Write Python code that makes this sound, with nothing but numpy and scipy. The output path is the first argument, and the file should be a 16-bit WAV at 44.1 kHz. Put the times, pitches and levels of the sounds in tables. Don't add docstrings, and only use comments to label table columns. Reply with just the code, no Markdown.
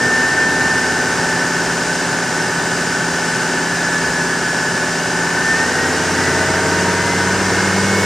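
import sys
import numpy as np
from scipy import signal
from scipy.fft import rfft, irfft, next_fast_len
from scipy.io import wavfile

SR = 44100
rng = np.random.default_rng(int(sys.argv[2]) if len(sys.argv) > 2 else 0)


def int16_out(signal):
    q = np.round(np.clip(np.atleast_2d(signal).T, -1, 1) * 32767)
    wavfile.write(sys.argv[1], SR, q.astype(np.int16))


N = 355005

# time in seconds, firing rate in Hz.
ENGINE_SPEED = [(0.0, 87.1), (1.0, 86.78), (2.0, 85.37), (3.5, 85.29), (4.0, 85.53), (4.8, 85.26),
                (5.4, 85.76), (6.0, 88.6), (6.75, 91.94), (7.4, 94.9), (8.05, 98.7)]
# time in seconds, load (near 0 cruising, 1 pulling hard, a little above 1 at the end).
ACCELERATOR = [(0, 0.44), (.9, 0.5), (1.8, 0.12), (3, 0.073), (5.1, 0.073), (5.7, 0.65), (6.3, 1),
               (7.3, 1.033), (8.05, 1.2)]
# multiple of the cycle rate, level at no load in dB,
# rise at load 1 in dB.
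DRONE_LINES = [(7, -49, 2), (8, -52, 9), (9, -54, 17), (12, -43.5, -5.5), (14, -53, 5), (15, -48.5, 7.5),
               (16, -52.5, 8), (17, -41, 4), (19, -52.5, 11), (20, -48, 8.5), (21, -46, 6.5),
               (22, -41, -1.5), (23, -43.5, -5), (24, -55.5, 13), (25, -46.5, 2.5), (28, -46.5, 4.5),
               (29, -57, 18), (31, -42.5, 1.5), (35, -39.5, -3), (42, -52, 0), (44, -52.5, 7),
               (50, -48.5, 6), (55, -47.5, -1), (84, -41.5, 3), (88, -39.5, -3), (90, -44, 2)]
CYLINDER_DB = [0, -3, 0.5, -2.5, 0]
# frequency in Hz, relative density in dB per Hz.
KNOCK_OUTLINE = [(60, -14), (130, -7), (380, 0), (560, -4), (900, -1.5), (1100, -4.5), (1400, -2.5),
                 (1800, -3), (2000, -14.5), (2800, -13), (3400, -21), (5500, -12), (9000, -29),
                 (13000, -63)]
# frequency in Hz, width in Hz, lift in dB (a cut if negative).
PANEL_MODES = [(1420, 71, -18), (1508, 49, 12), (1630, 34, 5), (1700, 53, -4), (1808, 15, 13.5),
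               (2173, 44, 12.5)]
# frequency in Hz, relative density in dB per Hz.
ROAD_OUTLINE = [(20, -24), (35, -23.5), (60, -7.5), (90, -10), (130, 3), (200, 0), (380, -4.5), (520, -5),
                (850, -5.5), (1150, -6), (1700, 0), (2100, -9), (3500, -17), (8000, -36.5)]
# frequency in Hz, relative density in dB per Hz.
AIR_OUTLINE = [(1200, -14), (2400, -5.5), (2850, -1), (3400, -6.5), (4400, -4.5), (5200, -3.5), (6800, -1),
               (8200, -4.5), (9400, -8.5), (11200, -20), (12400, -22.5), (13300, -26), (14200, -30)]
# frequency in Hz, width in Hz, lift in dB.
GAP_MODES = [(3930, 69, 5.5), (4825, 180, 7), (5120, 40, 3), (5380, 50, 3), (5350, 100, 9), (6070, 120, 4),
             (6740, 160, 3.5), (7990, 90, 4.5), (8900, 100, 3), (9470, 70, 2)]
# frequency in Hz, gain into the side signal in dB.
STEREO_WIDTH = [(30, -32), (65, -28), (130, -35), (220, -19), (700, -17), (1600, -23.5), (2800, -14),
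                (4200, -13), (5600, -13), (7300, -0.5), (9000, -5), (11000, -5), (14000, -15)]
# frequency in Hz, width in Hz, lift in dB.
CABIN_MODES = [(248, 15.7, 16.5), (373.7, 30, 6.5), (443.5, 24, 12), (491, 4.8, 11.5), (636, 12, 14.5),
               (767, 20, 14.5), (873.6, 21, 8.5), (943, 28, 12), (1529, 26, 14)]
# time of the peak in seconds,
# time from peak to 1/e in seconds, peak level in dB.
ROAD_DIPS = [(4.079, .09, -38)]
# frequency in Hz, relative density in dB per Hz.
THUD_OUTLINE = [(20, -20), (40, -2), (60, 0), (110, -2), (200, -20), (600, -60)]
# time in seconds, shaft rate in Hz.
TURBO_SHAFT = [(0.0, 1789), (0.7, 1788), (1.6, 1740), (2.6, 1732), (3.3, 1737), (4.4, 1712), (4.8, 1726),
               (5.25, 1750.0), (5.42, 1778), (5.9, 1895), (6.3, 1982.0), (6.8, 2001.0), (7.4, 2101),
               (8.05, 2208)]
# frequency in Hz, width in Hz, level when met in dB.
BOOM_MODES = [(172.6, 3.5, -32.5), (178.5, 2, -38), (185.5, 2.3, -31.5), (189.1, 3.8, -28.5),
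              (194.5, 4.4, -21.5)]
# frequency in Hz, width in Hz, level when met in dB.
WHISTLE_MODES = [(1726.7, 14, -28.5), (1757, 12, -30), (1798.3, 9.9, -14), (1815.5, 14, -21),
                 (1870, 24, -25), (1967, 27, -27.9), (2043.6, 27, -28.1), (2132.0, 45.3, -31.5),
                 (2186.9, 30.4, -28.5)]
# frequency in Hz, width in Hz, level when met in dB.
BLADE_MODES = [(10720, 150, -59), (11300, 400, -53), (13030, 600, -55)]

# multiple of the cycle rate, dB at no load, dB gained at load 1
PULLEY = (50.7, -41.5, 2.5)
TIME = np.arange(N) / SR
PADDED = next_fast_len(N)
BINS = np.maximum(np.arange(PADDED // 2 + 1) * SR / PADDED, 1)


def undb(db):
    return np.exp(np.asarray(db) * (np.log(10) / 20))


def unit(x):
    return x / np.sqrt(np.mean(x ** 2))


def curve(table):
    seconds, values = np.transpose(table)
    return np.interp(TIME, seconds, values)


def noise():
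    return rng.standard_normal(N)


def walk(rate):
    levels = rng.standard_normal(2048)
    return np.interp(TIME * rate, np.arange(len(levels)), levels)


def tone(turns):
    return np.sqrt(2) * np.sin(2 * np.pi * turns)


def lift(hz, modes):
    power = 1
    for center, width, db in modes:
        power = power + (undb(db) ** 2 - 1) / (1 + (2 * (hz - center) / width) ** 2)
    return np.sqrt(np.abs(power))


def ringing(hz, modes):
    return sum(undb(db) / (1 + 2j * (hz - center) / width) for center, width, db in modes)


def response(points, modes=()):
    hz, db = np.transpose(points)
    outline_db = np.interp(np.log(BINS), np.log(hz), db)
    return undb(outline_db) * lift(BINS, modes)


def colour(x, gain):
    return irfft(rfft(x, PADDED) * gain, PADDED)[:N]


def reflect(x, share=0.36, count=40):
    taps = np.zeros(int(.012 * SR))
    places = rng.integers(len(taps) // 10, len(taps), count)
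    taps[places] = share * rng.standard_normal(count) / np.sqrt(count)
    taps[0] = 1
    return signal.oaconvolve(x, taps)[:N]


def air(firings, throb=0.017, gust_db=0.43):
    hiss = unit(colour(reflect(noise()), response(AIR_OUTLINE, GAP_MODES)))
    gusts = undb(gust_db * walk(5))
    return hiss * gusts * (1 + throb * tone(firings))


def road():
    return unit(colour(noise(), response(ROAD_OUTLINE)))


def suspension_thud():
    swell = sum(undb(db) * np.exp(-((TIME - peak) / length) ** 2) for peak, length, db in ROAD_DIPS)
    return swell * unit(colour(noise(), response(THUD_OUTLINE)))


def turbo(cycles, flutter_db=1.3, throb=0.07, slip=0.012, blade_slip=.25, blade_flutter_db=5.0):
    shaft = np.cumsum(curve(TURBO_SHAFT)) / SR
    blades = 6 * shaft
    whistle = colour(tone(shaft + slip * walk(35)), ringing(BINS, WHISTLE_MODES))
    whine = colour(tone(blades + blade_slip * walk(70)), ringing(BINS, BLADE_MODES))
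    pulse = 1 + throb * np.sin(2 * np.pi * cycles)
    return whistle * pulse * undb(flutter_db * walk(30)) + whine * undb(blade_flutter_db * walk(6))


def knock(cycles, load, fresh=0.71, fresh_load=0.22, decay=0.54, sustain=0.83, scatter_db=0.5):
    size = 4096
    multiples = np.arange(size // 8)
    weights = np.clip((multiples - 10) / 30, 0, 1)
    phases = np.exp(2j * np.pi * rng.random(len(multiples)))
    pattern = unit(irfft(weights * phases, size))
    repeated = np.interp(cycles % 1 * size, np.arange(size), pattern)
    firings = cycles * len(CYLINDER_DB)
    k = firings.astype(int)
    cylinder_db = np.array(CYLINDER_DB)[k % len(CYLINDER_DB)] * (1 - load)
    strength = undb(cylinder_db + scatter_db * rng.standard_normal(1024)[k % 1024])
    burst = strength * (sustain + np.exp(-(firings % 1) / decay))
    rattle = repeated + (fresh + fresh_load * load) * noise()
    return unit(colour(burst * rattle, response(KNOCK_OUTLINE, PANEL_MODES)))


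def drone(cycles, cycle_hz, load, flutter_db=1.45, slip=.0016, rough=0.17):
    speeds = np.linspace(cycle_hz.min(), cycle_hz.max(), 200)
    out = 0
    for multiple, db, load_db in [*DRONE_LINES, PULLEY]:
        gain = undb(db + load_db * load + flutter_db * walk(8))
        cabin = np.interp(cycle_hz, speeds, lift(multiple * speeds, CABIN_MODES))
        turns = multiple * (cycles + slip * walk(14)) + rng.random()
        out = out + gain * cabin * tone(turns)
    return out * (1 + rough * walk(85))


def exhaust(firings, firing_hz, load, flutter_db=0.3):
    firing_gain = undb(-50 + 20 * load)
    octave_gain = np.abs(ringing(2 * firing_hz, BOOM_MODES))
    out = 0
    for multiple, gain in ((1, firing_gain), (2, octave_gain)):
        out = out + gain * undb(flutter_db * walk(21)) * tone(multiple * firings + rng.random())
    return out


def scene():
    firing_hz, load = curve(ENGINE_SPEED), curve(ACCELERATOR)
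    firings = np.cumsum(firing_hz * (1 + 0.0012 * walk(12))) / SR
    cycles, cycle_hz = firings / len(CYLINDER_DB), firing_hz / len(CYLINDER_DB)
    hiss_gain = undb(-27 + 0.67 * load)
    hiss = hiss_gain * air(firings)
    roar = undb(-24.5 + 2.45 * load) * road() + suspension_thud()
    rattle = undb(-23.0 + 1.97 * load) * knock(cycles, load)
    hum = drone(cycles, cycle_hz, load)
    tones = exhaust(firings, firing_hz, load) + turbo(cycles)
    mid = tones + hum + rattle + roar + hiss
    side_engine = undb(-24.0 + 5.5 * load) * knock(cycles, load) + undb(-1.5) * (reflect(hum) - hum)
    scattered = side_engine + undb(-23.5) * road() + undb(-0.8) * hiss_gain * air(firings)
    direct = undb(-2.0) * tones + .35 * hiss
    width = response(STEREO_WIDTH)
    side = colour(scattered, width) + colour(direct, 1j * width)
    return np.array([undb(0.09) * (mid + side), mid - side])


def record(dry):
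    low_pass = signal.ellip(10, .2, 80, 14000, fs=SR, output="sos")
    return signal.sosfilt(low_pass, dry)


dry = scene()
out = record(dry)
int16_out(out)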